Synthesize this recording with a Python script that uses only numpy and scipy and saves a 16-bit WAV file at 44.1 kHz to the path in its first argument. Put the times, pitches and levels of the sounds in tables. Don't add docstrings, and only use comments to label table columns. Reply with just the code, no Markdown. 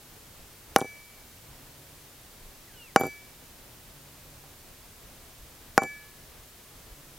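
import sys
import numpy as np
from scipy import signal
from scipy.fft import rfft, irfft
from scipy.io import wavfile
from scipy.ndimage import uniform_filter1d, minimum_filter1d

SR = 44100
rng = np.random.default_rng(int(sys.argv[2]) if len(sys.argv) > 2 else 0)


def to_wav(s):
    ch = np.atleast_2d(s).T
    pcm = np.round(np.clip(ch, -1, 1) * 32767)
    wavfile.write(sys.argv[1], SR, pcm.astype(np.int16))


N = 316939
TIME = np.arange(N) / SR

# start_s [s], level_db [dB], contact_hz [Hz], crack_db [dB], clink_db [dB], ring_length [factor]
HAMMER_BLOWS = [(0.7612, 5.5, 1340, -6.5, -10, 0.89), (2.9607, 6, 1850, -11.5, -15, 0.94),
                (5.7779, 7, 3700, -8.5, -37, 0.8)]
# [s, before the ring_length of the blow]
STEEL_MODES = [(1711.5, .85), (2298, .6), (4705.5, .55), (5987, .5), (7192.5, .3), (9583, .38), (11600, .7),
               (12020, .12), (14400, .14)]
# one row a blow, one level_db [dB] a steel mode
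STRIKE_LEVELS = [(-54, -33, -52.5, -42, -40.5, -43, -80, -47, -56),
                 (-45, -26, -43.5, -40.5, -33, -52.5, -67, -63, -75.5),
                 (-40.5, -23, -48, -42.5, -34, -55, -66, -56, -58)]
# pitch_hz [Hz], level_db [dB]
CRACK_SPECTRUM = [(800, -34), (1900, 0), (3300, -4), (4400, 1), (5100, 6.5), (6100, 7.5), (7600, -7.5),
                  (9000, -1.5), (10700, 0), (13000, -3.5), (14000, -12), (15500, -15.5)]
# pitch_hz [Hz], level_db [dB], t60_s [s]
CLANK_MODES = [(710, -33, 0.036), (1150, -19, 0.0082), (1650, -27, 0.057), (2520, -28, 0.0056),
               (7930, -45, .05)]
PUT_DOWN_S = 7.1803
CLINK_HZ, CLINK_T60_S = 2900, 0.012


def hammer(crack_t60=0.0052, crack_rise_s=0.00045, ground_hz=55, ground_db=-38, ground_t60=0.045):
    out = np.zeros(N)
    crack_shape = fade(crack_t60) * (1 - np.exp(-TIME[:SR] / crack_rise_s))
    for blow, spot in zip(HAMMER_BLOWS, STRIKE_LEVELS):
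        start_s, level_db, contact_hz, crack_db, clink_db, ring_length = blow
        steel = sum(ring(pitch_hz, mode_db, ring_length * t60, start_s)
                    for (pitch_hz, t60), mode_db in zip(STEEL_MODES, spot))
        crack = undb(crack_db) * burst(crack_shape, CRACK_SPECTRUM)
        clink = ring(CLINK_HZ, clink_db, CLINK_T60_S)
        ground = ring(ground_hz, ground_db, ground_t60)
        add(out, start_s, thump(level_db, contact_hz) + ground + crack + clink + steel)
    add(out, PUT_DOWN_S, sum(ring(*mode) for mode in CLANK_MODES))
    return out


def burst(shape, spectrum):
    phases = np.angle(rfft(rng.standard_normal(SR) * shape))
    even = irfft(np.exp(1j * phases), SR)
    lead = SR // 2000
    sound = unit(np.roll(colour(even, spectrum), lead) * fade(.1))
    return sound * np.sqrt(np.mean(shape ** 2)) / shape.max()


# [s, before the extra damping of the wood]
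STUMP_MODES = [(186, -33.5, 0.04), (213, -30, 0.073), (237, -13.5, 0.018), (387, -20, 0.013),
               (467, -20.5, 0.07), (627, -21.5, 0.073), (790, -8.5, 0.066), (1119, -18, 0.058),
               (1317, -12.5, 0.027), (1397, -7.5, 0.024), (1705, -71, 0.018)]


def thump(db, contact_hz, held_t60=0.26, clack=(1585, 0, .0025), sink=(390, 1, .007), sink_hz=1400,
          lag_s=0.001, radiate_hz=105, top_hz=2900):
    block = ring(*clack) - cut(ring(*sink), sink_hz, "low")
    stump = sum(ring(*mode) for mode in STUMP_MODES)
    late_stump = np.interp(TIME[:SR] - lag_s, TIME[:SR], stump, left=0)
    wood = late_stump * fade(held_t60)
    body = cut(cut(block + wood, top_hz, "low"), top_hz, "low")
    return undb(db) * cut(cut(body, contact_hz, "low"), radiate_hz, "high")


# start_s [s], level_db [dB], contact_hz [Hz], first_hop_s [s], hop_keeps [share], bounce_loss_db [dB]
BLOCK_LANDINGS = [(0.814, -7, 890, .0305, 0.324, 14), (3.0105, -7, 1200, .024, .76, 4.5),
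                  (5.819, -8, 1180, .018, .75, 7.5)]
# start_s [s], level_db [dB], contact_hz [Hz]
BLOCK_TOUCHES = [(0.7877, -12.5, 1500), (2.9985, -15, 1100), (4.4380, -43, 1777), (4.476, -49, 1200)]
# start_s [s], pitch_hz [Hz], level_db [dB], t60_s [s]
LATE_STEEL = [(0.8145, 1711.5, -53, .5), (0.8145, 2298, -48.5, 1.45), (3.0106, 7192.5, -49, .27),
              (5.819, 1711.5, -44, .85), (5.819, 7192.5, -47, .27), (5.837, 11600, -57, .6)]
# start_s [s], level_db [dB], pitch_hz [Hz], width_hz [Hz]
RIVET_TICKS = [(0.784, -12.5, 10500, 3000), (0.7955, -25, 10100, 7000), (0.8042, -22, 6500, 4000),
               (0.81, -27.5, 3300, 1500), (2.997, -25, 12000, 2000), (3.007, -16.5, 13000, 2000),
               (3.0673, -28.5, 12400, 1800), (5.8335, -19.5, 7500, 8000)]


def settling():
    out = np.zeros(N)
    for start_s, level_db, contact_hz, hop_s, keeps, loss_db in BLOCK_LANDINGS:
        add(out, start_s, undb(level_db) * knocks(bounces(hop_s, keeps, loss_db), contact_hz))
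    for start_s, level_db, contact_hz in BLOCK_TOUCHES:
        add(out, start_s, undb(level_db) * knocks(bounces(0.023, 1, 0, count=1), contact_hz))
    for start_s, pitch_hz, level_db, t60 in LATE_STEEL:
        add(out, start_s, ring(pitch_hz, level_db, t60, start_s))
    for start_s, level_db, pitch_hz, width_hz in RIVET_TICKS:
        add(out, start_s, tick([(pitch_hz, width_hz, level_db)]))
    return out


CONTACT_KEEPS = 0.79
FAR_EDGE_S, FAR_EDGE_DB = 0.00774, -7


def bounces(hop_s, keeps, loss_db, count=5):
    s, contacts = 0, []
    for k in range(count):
        db, bright = -loss_db * k, CONTACT_KEEPS ** k
        contacts.append((s, db, bright))
        contacts.append((s + FAR_EDGE_S, db + FAR_EDGE_DB, bright))
        s += hop_s * min(keeps, 1) ** k
    return contacts


# pitch_hz [Hz], width_hz [Hz], level_db [dB relative to the knock]
RIVET_RATTLE = [(3230, 1200, -29), (10000, 8300, -21)]
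SPRAY_SHARE, SPRAY_T60_S = .055, .02


def knocks(contacts, contact_hz, rock_hz=150, rock_db=-24, rock_t60=0.017):
    pushes, out = np.zeros(SR), np.zeros(2 * SR)
    rock = ring(rock_hz, rock_db, rock_t60)
    spray = SPRAY_SHARE * fade(SPRAY_T60_S)[:SR // 10]
    for s, db, bright in contacts:
        push = spray * rng.standard_normal(len(spray))
        push[0] = 1
        add(pushes, s, undb(db) * cut(push, bright * contact_hz, "low"))
        add(out, s, undb(db) * rock)
        add(out, s, undb(db) * tick(RIVET_RATTLE))
    thumps = signal.fftconvolve(pushes, thump(0, contact_hz, held_t60=0.062))
    return out[:SR] + thumps[:SR]


def tick(bands, t60=0.011, rise_s=0.00081):
    size = SR // 16
    shape = (fade(t60) * (1 - np.exp(-TIME[:SR] / rise_s)))[:size]
    return shape * sum(undb(db) * band_noise(hz, width_hz, size) for hz, width_hz, db in bands)


def yard(x, wet_db=-24, t60=0.078, dull_hz=7000, side_db=-12):
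    mid, side = cut(rng.standard_normal((2, SR)), dull_hz, "low") * fade(t60)
    tails = mid + undb(side_db) * side * np.array([[1], [-1]])
    tails = tails / np.sqrt(np.sum(mid ** 2))
    return x + undb(wet_db) * signal.fftconvolve(x[None], tails, axes=1)[:, :N]


# time_s [s], pitch_hz [Hz]
CALL_GLIDE = [(2.68, 2020), (2.708, 1661), (2.78, 1467), (2.82, 1410), (2.864, 1325), (2.91, 968),
              (2.93, 900)]
# pitch_hz [Hz], level_db [dB]
THROAT_BAND = [(1200, -85), (1450, -64), (1700, -60), (2300, -57), (2650, -54), (2820, -48.5), (3000, -59),
               (3300, -67), (3700, -85)]
CALL_START_S, CALL_END_S, CALL_EDGE_S = 2.665, 2.935, 0.015


def far_call():
    pitch = np.interp(TIME, *np.transpose(CALL_GLIDE))
    phase = 2 * np.pi * np.cumsum(pitch) / SR
    gate = np.clip(np.minimum(TIME - CALL_START_S, CALL_END_S - TIME) / CALL_EDGE_S, 0, 1)
    call = 0
    for k in (1, 2):
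        throat_db = np.interp(k * pitch, *np.transpose(THROAT_BAND))
        call = call + undb(throat_db) * np.sin(k * phase)
    return gate * call


# start_s [s], end_s [s]
BUZZ_TIMES = [(1.43, 2.08), (3.92, 4.55), (6.95, 7.3)]
# pitch_hz [Hz], level_db [dB]
BUZZ_PARTIALS = [(142, -58.5), (284, -64.5), (567, -70)]


def buzz(edge_s=0.023, waver=0.0082):
    gate = sum(np.clip(np.minimum(TIME - start, end - TIME) / edge_s, 0, 1) for start, end in BUZZ_TIMES)
    clock = np.cumsum(1 + waver * band_noise(3.26, 11.0, N)) / SR
    return gate * sum(undb(db) * np.sin(2 * np.pi * hz * clock) for hz, db in BUZZ_PARTIALS)


# pitch_hz [Hz], level_db [dB per Hz]
AIR_SPECTRUM = [(12, -38), (20, -0.5), (38, -5.5), (126, -7.5), (207, -14.5), (245, -12), (298, -16),
                (333, -14), (1340, -20.5), (10200, -24.5), (14300, -23), (15500, -25.5)]
# pitch_hz [Hz], side_minus_mid_db [dB]
AIR_WIDTH = [(80, -17.5), (300, -10), (1300, -7), (3000, -4.5), (15000, -3.5)]
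# centre_s [s], level_db [dB]
AIR_BUMPS = [(0.42, -49), (2.45, -50), (5.42, -48.5), (6.41, -50), (6.93, -52)]


def air(air_db=-51.33, bump_hz=35, bump_width_hz=50, bump_s=0.036, whine_hz=13730, whine_db=-77,
        stir_db=1.28, stir_top_hz=1500):
    mid, side = (unit(colour(rng.standard_normal(N), AIR_SPECTRUM)) for _ in range(2))
    bed = undb(air_db) * (mid + colour(side, AIR_WIDTH) * np.array([[1], [-1]]))
    stir = undb(stir_db * band_noise(2.4, 8.9, N)) - 1
    bed = bed + stir * colour_below(bed, stir_top_hz)
    swell = sum(undb(db) * np.exp(-((TIME - s) / bump_s) ** 2) for s, db in AIR_BUMPS)
    whine = undb(whine_db) * band_noise(whine_hz, 20, N)
    return bed + swell * band_noise(bump_hz, bump_width_hz, N) + whine


def undb(db):
    return 10 ** (np.asarray(db) / 20)


def unit(x):
    return x / np.sqrt(np.mean(x ** 2))


def fade(t60):
    return np.exp(-np.log(1000) * TIME[:SR] / t60)


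def ring(hz, db, t60, start_s=0):
    return undb(db) * np.sin(2 * np.pi * hz * (TIME[:SR] + start_s)) * fade(t60)


def cut(x, hz, kind):
    return signal.sosfilt(signal.butter(2, min(hz, SR / 2 - 1), kind, fs=SR, output="sos"), x)


def colour(x, points):
    hz, db = np.transpose(points)
    bins = np.maximum(np.fft.rfftfreq(len(x), 1 / SR), 1)
    gain = undb(np.interp(np.log(bins), np.log(hz), db))
    return irfft(rfft(x) * gain, len(x))


def colour_below(x, hz):
    return signal.sosfiltfilt(signal.butter(1, hz, fs=SR, output="sos"), x)


def band_noise(hz, width_hz, size):
    bins = np.fft.rfftfreq(size, 1 / SR)
    resonance = 1 + ((bins - hz) / (width_hz / 2)) ** 2
    return unit(irfft(rfft(rng.standard_normal(size)) / resonance, size))


def add(track, s, sound):
    start = int(round(s * SR))
    track[start:start + len(sound)] += sound[:N - start]


def scene():
    return yard(hammer() + settling()) + far_call() + buzz() + air()


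CEILING_DB = -.4


def limiter(x, release_db_per_s=70, size=24):
    peak_db = 20 * np.log10(np.abs(x).max(axis=0) + 1e-9)
    over_db = np.maximum(peak_db - CEILING_DB, 0)
    climb_db = release_db_per_s * TIME
    gain = undb(climb_db - np.maximum.accumulate(over_db + climb_db))
    return x * uniform_filter1d(minimum_filter1d(gain, size), size)


TOP_HZ = 15900


def record(dry):
    top = signal.ellip(10, .02, 60, TOP_HZ, fs=SR, output="sos")
    return signal.sosfiltfilt(top, limiter(signal.sosfilt(top, dry)))


dry = scene()
out = record(dry)
to_wav(out)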